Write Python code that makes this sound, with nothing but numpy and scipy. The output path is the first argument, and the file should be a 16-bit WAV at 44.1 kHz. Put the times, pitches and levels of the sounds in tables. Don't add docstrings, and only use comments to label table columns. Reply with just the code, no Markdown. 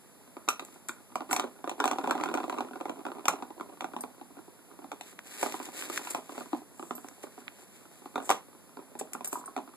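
import sys
import numpy as np
from scipy import signal
from scipy.fft import rfft, irfft
from scipy.io import wavfile
from scipy.ndimage import uniform_filter1d

SR = 44100
rng = np.random.default_rng(int(sys.argv[2]) if len(sys.argv) > 2 else 0)


def output_pcm(signal):
    pcm = np.clip(np.atleast_2d(signal).T, -1, 1) * 32767
    wavfile.write(sys.argv[1], SR, np.round(pcm).astype(np.int16))


N = 430416
CLOCK = np.arange(N) / SR
HIT_TIME = np.arange(SR // 9) / SR


def amp(db):
    return 10 ** (np.asarray(db) / 20)


def unit_rms(x):
    return x / np.sqrt(np.mean(x ** 2) + 1e-20)


def unit_hit(x):
    return x / np.sqrt(np.mean(x[..., :SR // 100] ** 2, -1, keepdims=True) + 1e-20)


def curves_at(table, hz):
    table_hz, *columns = np.transpose(table)
    return [np.interp(np.log(hz + 1), np.log(table_hz + 1), column) for column in columns]


def colour(x, spectrum):
    size = x.shape[-1]
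    gain_db = curves_at(spectrum, np.fft.rfftfreq(size, 1 / SR))[0]
    return irfft(rfft(x) * amp(gain_db), size)


def add(mix, start_s, sound):
    part = mix[:, max(round(start_s * SR), 0):][:, :sound.shape[-1]]
    part += sound[:, :part.shape[1]]


def ring(modes, t60_s, rise_s, detune, centre_hz=None, width_octaves=0.75, scatter_db=1.0):
    hz, db = np.transpose(modes)
    scatter, shift, phase = rng.standard_normal((3, 2, len(hz), 1))
    if centre_hz:
        db = db - 10 * (np.log2(hz / centre_hz) / width_octaves) ** 2
    cycles = hz[:, None] * (1 + detune * shift) * HIT_TIME + phase
    waves = amp(db[:, None] + scatter_db * scatter) * np.sin(2 * np.pi * cycles)
    decay = np.exp(-np.log(1000) * HIT_TIME / t60_s)
    attack = 1 - np.exp(-(HIT_TIME / rise_s) ** 2)
    return unit_hit((waves * decay).sum(1) * attack)


def burst(x, extra_db=-5.5, length_s=0.0044):
    return unit_hit(x * (1 + amp(extra_db) * np.exp(-(HIT_TIME / length_s) ** 4)))


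def friction(spectrum, slips_per_s, spread_db):
    sizes = amp(spread_db * np.minimum(rng.exponential(1, N), 4))
    slips = sizes * (rng.random(N) < slips_per_s / SR)
    return unit_rms(colour(slips * rng.standard_normal((2, N)), spectrum))


# frequency_hz, gain_db
AIR_SPECTRUM = [(20, -13), (90, -3.5), (220, -3), (1000, -10.5), (1700, -16), (3000, -19.5), (5500, -24.5),
                (7800, -19), (14000, -18)]


def room_air(level_db=-55.5):
    return amp(level_db) * unit_rms(colour(rng.standard_normal((2, N)), AIR_SPECTRUM))


# frequency_hz, t60_s, gain_db
ROOM_BANDS = [(199, 0.2, 3), (1380, 0.2, -1), (3970, 0.2, 0.5), (10000, 0.14, 1)]


def reverberation(x, wet_db=-6.5, onset_s=0.00067, echoes_per_s=2500):
    echoes = rng.standard_normal((2, SR // 2)) * (rng.random((2, SR // 2)) < echoes_per_s / SR)
    hz, t, bands = signal.stft(echoes, SR, nperseg=256)
    decay = np.exp(-np.log(1000) * t / curves_at(ROOM_BANDS, hz)[0][:, None])
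    onset = 1 - np.exp(-(t / onset_s) ** 2)
    tail = signal.istft(bands * decay * onset, SR, nperseg=256)[1]
    tail /= np.linalg.norm(tail, axis=1, keepdims=True)
    tail = colour(tail, [(f, db) for f, _, db in ROOM_BANDS])
    return amp(wet_db) * signal.fftconvolve(x, tail[:, :SR // 3], axes=1)[:, :N]


# frequency_hz, coherence
PORT_COHERENCE = [(60, 0.1), (200, 0.98), (400, 0.92), (900, 0.44), (1400, 0.91), (2200, 0), (8000, 0.21)]
# frequency_hz, gain_db
PORT_BALANCE = [(150, -2), (500, 1.35), (2000, -1.5), (6000, 3), (12000, -1)]


def microphone_ports(x, left_lag_s=0.0001, cross_delay_s=0.0003396, cross=0.92, fade_hz=15000):
    hz = np.fft.rfftfreq(N, 1 / SR)
    coherence = np.clip(curves_at(PORT_COHERENCE, hz)[0], 0, 1)
    right, independent = rfft(x)
    left = coherence * right + np.sqrt(1 - coherence ** 2) * independent
    left *= np.exp(-2j * np.pi * hz * left_lag_s)
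    bleed = cross / (1 + (hz / fade_hz) ** 2) * np.exp(-2j * np.pi * hz * cross_delay_s)
    balance = amp(curves_at(PORT_BALANCE, hz)[0])
    widened = np.array([balance * (left - bleed * right), right - bleed * left])
    power = 1 + cross ** 2 - 2 * coherence * np.cos(2 * np.pi * hz * left_lag_s) * bleed.real
    return irfft(widened / np.sqrt(power), N)


# frequency_hz, gain_db
RUB_SPECTRUM = [(100, -34), (300, 11), (900, 4), (2300, 9.5), (4200, 3), (5700, -0.5), (7600, 8),
                (13500, 2.5)]
# start_s, length_s, relative_level_db
BRUSH_STROKES = [(0.654, 0.15, -60.5), (4.985, 0.16, -55.5), (5.224, 0.39, -48), (5.548, 0.38, -49),
                 (5.881, 0.12, -41.5), (5.947, 0.27, -51.5), (6.12, 0.53, -58), (6.83, 1.6, -64)]


def brushing(lift_db=4.5, catch_db=3.5, catch_s=0.054):
    strokes = sum(amp(db) * np.sin(np.pi * np.clip((CLOCK - start_s) / length_s, 0, 1))
                  for start_s, length_s, db in BRUSH_STROKES)
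    catching = unit_rms(uniform_filter1d(rng.standard_normal(N), int(catch_s * SR)))
    rustle = friction(RUB_SPECTRUM, slips_per_s=3500, spread_db=2.8)
    return amp(lift_db + catch_db * catching) * strokes * rustle


# frequency_hz, gain_db
CLAW_SPECTRUM = [(3000, -2.5), (4200, -9), (5700, -5), (8000, 11), (10000, 2), (13500, 0)]
# start_s, length_s, relative_level_db
CLAW_SKIDS = [(0.649, 0.0025, -34.5), (0.885, 0.0056, -30), (1.302, 0.056, -38), (6.101, 0.016, -31.5),
              (6.713, 0.44, -57.5), (8.208, 0.17, -49.5), (8.988, 0.019, -36.5), (9.132, 0.0056, -29),
              (9.245, 0.0056, -29.5), (9.256, 0.0048, -34.5), (9.303, 0.11, -46)]


def claw_scrapes():
    skids = sum(amp(db) * np.interp(CLOCK - start_s, [0, length_s / 4, length_s], [0, 1.4, 0.3], right=0)
                for start_s, length_s, db in CLAW_SKIDS)
    return skids * friction(CLAW_SPECTRUM, slips_per_s=6700, spread_db=4.2)


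# frequency_hz, gain_db
TICK_SPECTRUM = [(1500, 2.5), (3000, -21), (4200, -37), (5700, 4.5), (7300, 1.5), (8400, 4.5), (10000, -4),
                 (13500, -3)]


def tick(decay_s=0.0025, rise_s=0.001):
    noise = colour(rng.standard_normal((2, len(HIT_TIME))), TICK_SPECTRUM)
    return unit_hit(noise * np.exp(-HIT_TIME / decay_s) * (1 - np.exp(-HIT_TIME / rise_s)))


# pitch_hz, relative_level_db, t60_s
TAG_MODES = [(4080, -14.5, 0.17), (4850, -6, 0.12), (5830, -18, 0.064), (8630, 23.5, .06),
             (11300, 4.5, 0.12), (12360, 15, 0.082)]
# start_s, level_db, top_modes_gain_db
TAG_CLINKS = [(0.492, -34.5, -1), (3.291, -46, -12), (4.007, -37.5, 0), (6.952, -42, 9), (9.246, -36, -9),
              (9.274, -34.5, 11), (9.328, -35.5, -1), (9.458, -42, -9)]


def tag_clinks(tick_db=-9, top_above_hz=10000):
    out = np.zeros((2, N))
    hz, mode_db, t60_s = np.transpose(TAG_MODES)
    for start_s, db, top_db in TAG_CLINKS:
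        modes = np.transpose([hz, mode_db + top_db * (hz > top_above_hz)])
        notes = ring(modes, t60_s=t60_s[:, None], rise_s=0.00078, detune=0.0021)
        add(out, start_s, amp(db) * (notes + amp(tick_db) * tick()))
    return out


# start_s, level_db, relative_tick_db
CLAW_SNAPS = [(5.19, -42.5, -9), (5.5226, -41, -2), (5.8229, -38.5, -14), (5.9754, -31, -5.5),
              (7.085, -52.5, 5.5), (7.48, -37.5, -27)]


def claw_snaps(first_hz=4800, last_hz=450, glide_s=0.001196, peak_s=0.00098):
    out = np.zeros((2, N))
    cycles = np.cumsum(last_hz + (first_hz - last_hz) * np.exp(-HIT_TIME / glide_s)) / SR
    envelope = (HIT_TIME / peak_s * np.exp(-HIT_TIME / peak_s)) ** 2
    for start_s, db, tick_db in CLAW_SNAPS:
        chirp = unit_hit(envelope * np.sin(2 * np.pi * (cycles + rng.random((2, 1)))))
        add(out, start_s, amp(db) * (chirp + amp(tick_db) * tick()))
    return out


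# pitch_hz, relative_level_db
PANEL_MODES = [(990, -5.5), (1120, -2), (1310, -6)]
# start_s, level_db
BIT_HOPS = [(9.3546, -30.5), (9.411, -47), (9.439, -47), (9.4776, -41.5)]


def hopping_bit():
    out = np.zeros((2, N))
    for start_s, db in BIT_HOPS:
        tap = burst(ring(PANEL_MODES, t60_s=0.043, rise_s=0.00099, detune=0.031))
        add(out, start_s, amp(db) * tap)
    return out


# pitch_hz, relative_level_db
CAVITY_MODES = [(180, -13), (235, -9), (285, 4.5), (365, 0)]
# pitch_hz, relative_level_db
SHELL_MODES = [(490, 0), (610, 0.5), (745, 2), (915, 0), (1090, 0), (1310, 1.5), (1450, -7.5)]
# pitch_hz, relative_level_db
WALL_MODES = [(1750, -28), (2150, 4), (2500, 10.5), (3300, 5.5), (3800, -1), (4500, -2)]


def impact(strength_db, hardness, centre_hz, light_tap_db=-33):
    thump_db = 4 - 32 * hardness
    tick_db = -29 + 30 * hardness
    cavity = ring(CAVITY_MODES, t60_s=0.052, rise_s=0.0018, detune=0.098)
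    shell = burst(ring(SHELL_MODES, t60_s=0.03, rise_s=0.0009, detune=0.06, centre_hz=centre_hz))
    wall = ring(WALL_MODES, t60_s=0.012, rise_s=0.0004, detune=0.1)
    stiffness = centre_hz / np.mean(np.transpose(SHELL_MODES)[0])
    contact_loss_db = 0.52 * hardness * (strength_db - light_tap_db)
    snap = stiffness * amp(-1.5 + 0.58 * tick_db - contact_loss_db)
    return amp(strength_db) * (amp(thump_db) * cavity + shell + snap * wall + amp(tick_db) * tick())


# start_s, length_s, tumbling_level_db
SHOVES = [(0.505, 0.18, -60), (1.275, 0.1, -39), (1.766, 0.83, -40.5), (2.713, 0.7, -51),
          (3.563, 0.43, -56), (5.406, 1.07, -53.5), (8.118, 0.2, -50), (9.055, 0.62, -57.5)]


def rolling(rest_db=-63.5, rise_s=0.032, settle_s=0.073):
    return amp(rest_db) + sum(amp(db) * np.clip((CLOCK - start_s) / rise_s, 0, 1)
                              * np.exp(-np.maximum(CLOCK - start_s - length_s, 0) / settle_s)
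                              for start_s, length_s, db in SHOVES)


def tumbling_bits(brisk_db=-42, brisk_hits_per_s=100, hardness=0.18, slide_db=-18, spot_count=40):
    roll = rolling()
    bustle = (roll / amp(brisk_db)) ** 0.62
    scatter_db = 3.2 * np.minimum(rng.exponential(1, N), 2.5)
    sizes = amp(scatter_db) / np.sqrt(bustle)
    strikes = np.flatnonzero(rng.random(N) < bustle * brisk_hits_per_s / SR)
    spot = rng.integers(0, spot_count, N)
    spot_sounds = [impact(brisk_db, hardness, hz) for hz in np.geomspace(600, 1400, spot_count)]
    rattle = np.zeros((2, N))
    for i in strikes:
        add(rattle, i / SR, sizes[i] * spot_sounds[spot[i]])
    sliding = friction(RUB_SPECTRUM, slips_per_s=3400, spread_db=0.9)
    return roll * (unit_rms(rattle) + amp(slide_db) * sliding)


# start_s, strength_db
SOFT_KNOCKS = [(0.3672, -41), (0.4787, -37), (1.2057, -38), (1.2179, -42), (1.44, -36.5), (1.6416, -37),
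               (1.675, -33), (1.7136, -37.5), (1.9315, -34), (1.9847, -30.5), (2.041, -33.5), (2.0734, -29),
               (2.0965, -34), (2.1234, -37), (2.1512, -34.5), (2.2004, -37), (2.2104, -33), (2.258, -33),
               (2.2876, -35.5), (2.35, -30), (2.373, -31), (2.3842, -39), (2.4038, -39.5), (2.5259, -36.5),
               (2.5838, -32), (2.6058, -31.5), (2.757, -40.5), (2.8098, -35.5), (2.8549, -35), (2.8948, -32),
               (3.052, -37), (3.065, -35), (3.1169, -40.5), (3.183, -45.5), (3.335, -37.5), (3.4236, -35.5),
               (3.5039, -44), (3.598, -44), (3.6084, -37), (3.8202, -41), (3.843, -33), (3.9351, -41.5),
               (3.9641, -34.5), (4.0368, -37), (4.2125, -44.5), (4.3042, -57.5), (4.3524, -66),
               (4.3684, -49.5), (4.3895, -52), (4.4794, -53.0), (4.713, -54.5), (4.7892, -48), (4.843, -46),
               (4.9292, -46), (5.461, -33), (5.5411, -34.5), (5.6, -36.5), (5.6858, -45.5), (5.8983, -37.5),
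               (6.2928, -43), (6.3786, -37.5), (6.4076, -41.5), (6.547, -41), (6.7948, -41.0), (6.8261, -42),
               (6.92, -46), (6.9794, -46.5), (7.044, -46), (7.238, -41.0), (7.269, -53), (7.3779, -47.5),
               (8.0571, -44), (8.1568, -29), (8.1789, -33.5), (8.2014, -41), (8.77, -44), (8.7909, -47.5),
               (8.9521, -44), (9.1501, -38.5), (9.208, -40), (9.3286, -35.0), (9.5765, -35), (9.5856, -40.5)]


def soft_knocks(usual_hardness=0.3, usual_db=-35, hardness_per_db=0.0113, centre_hz=900):
    out = np.zeros((2, N))
    pitch_ratios = rng.uniform(0.85, 1.15, len(SOFT_KNOCKS))
    for (start_s, db), ratio in zip(SOFT_KNOCKS, pitch_ratios):
        hardness = usual_hardness + hardness_per_db * (db - usual_db)
        add(out, start_s, impact(db, hardness, centre_hz * ratio))
    return out


# start_s, strength_db, hardness, centre_hz
PUPPY_BLOWS = [(0.4865, -24, 0.9, 1480), (0.5023, -40, 0.66, 1300), (0.595, -40, 0.76, 1250),
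               (0.8925, -34.5, 0.49, 1370), (1.1555, -29, 0.56, 840), (1.3106, -30, 0.5, 1060),
               (1.329, -28, 1, 940), (1.363, -32.5, 1, 1170), (1.396, -27.5, 0.71, 1030),
               (1.6943, -36.5, 0.84, 845), (1.801, -26, 0.48, 1170), (1.8403, -24.5, 0.58, 1000),
               (1.8551, -26.5, 0.65, 780), (1.877, -31.5, 0.78, 1010), (1.9122, -29, 0.68, 930),
               (2.1088, -23.5, 0.49, 1060), (2.2361, -30, 0.62, 1110), (2.3399, -29.5, 0.57, 895),
               (2.4965, -31.5, 0.44, 970), (3.2548, -32, 0.73, 1020), (3.2817, -21.5, 0.88, 1280),
               (3.2875, -29, 0.61, 800), (3.8074, -38, 0.69, 1100), (4.9165, -37.5, 0.57, 800),
               (5.0097, -44, 0.87, 780), (5.4288, -25, 0.59, 790), (6.071, -38.5, 0.54, 1440),
               (6.147, -28.5, 0.54, 880), (6.5302, -31.5, 0.054, 840), (6.9081, -34, 0.25, 1160),
               (8.2923, -26.5, 0.73, 970), (8.302, -20, 0.71, 780), (8.3112, -25, 0.63, 1290),
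               (8.321, -35, 0.82, 1000), (9.011, -34.5, 0.39, 630), (9.564, -33.5, 0.42, 900)]


def puppy_blows():
    out = np.zeros((2, N))
    for start_s, db, hardness, centre_hz in PUPPY_BLOWS:
        add(out, start_s, impact(db, hardness, centre_hz))
    return out


def scene(low_cut_hz=135, snap_room_db=-9):
    toy = puppy_blows() + soft_knocks() + hopping_bit() + tumbling_bits()
    direct = toy + claw_scrapes() + brushing() + tag_clinks()
    snaps = claw_snaps()
    direct = signal.sosfilt(signal.butter(3, low_cut_hz, "high", fs=SR, output="sos"), direct)
    reflections = reverberation(direct + amp(snap_room_db) * snaps)
    return microphone_ports(direct + snaps + reflections + room_air())


# pitch_hz, level_db
WHINE_TONES = [(10073, -71), (11080, -73)]


def record(dry, edge_hz=14050):
    whine = sum(amp(db) * np.sqrt(2) * np.sin(2 * np.pi * hz * CLOCK) for hz, db in WHINE_TONES)
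    low_pass = signal.firwin(401, edge_hz, window=("kaiser", 8), fs=SR)
    return signal.oaconvolve(dry + whine, low_pass[None], "same")


dry = scene()
out = record(dry)
output_pcm(out)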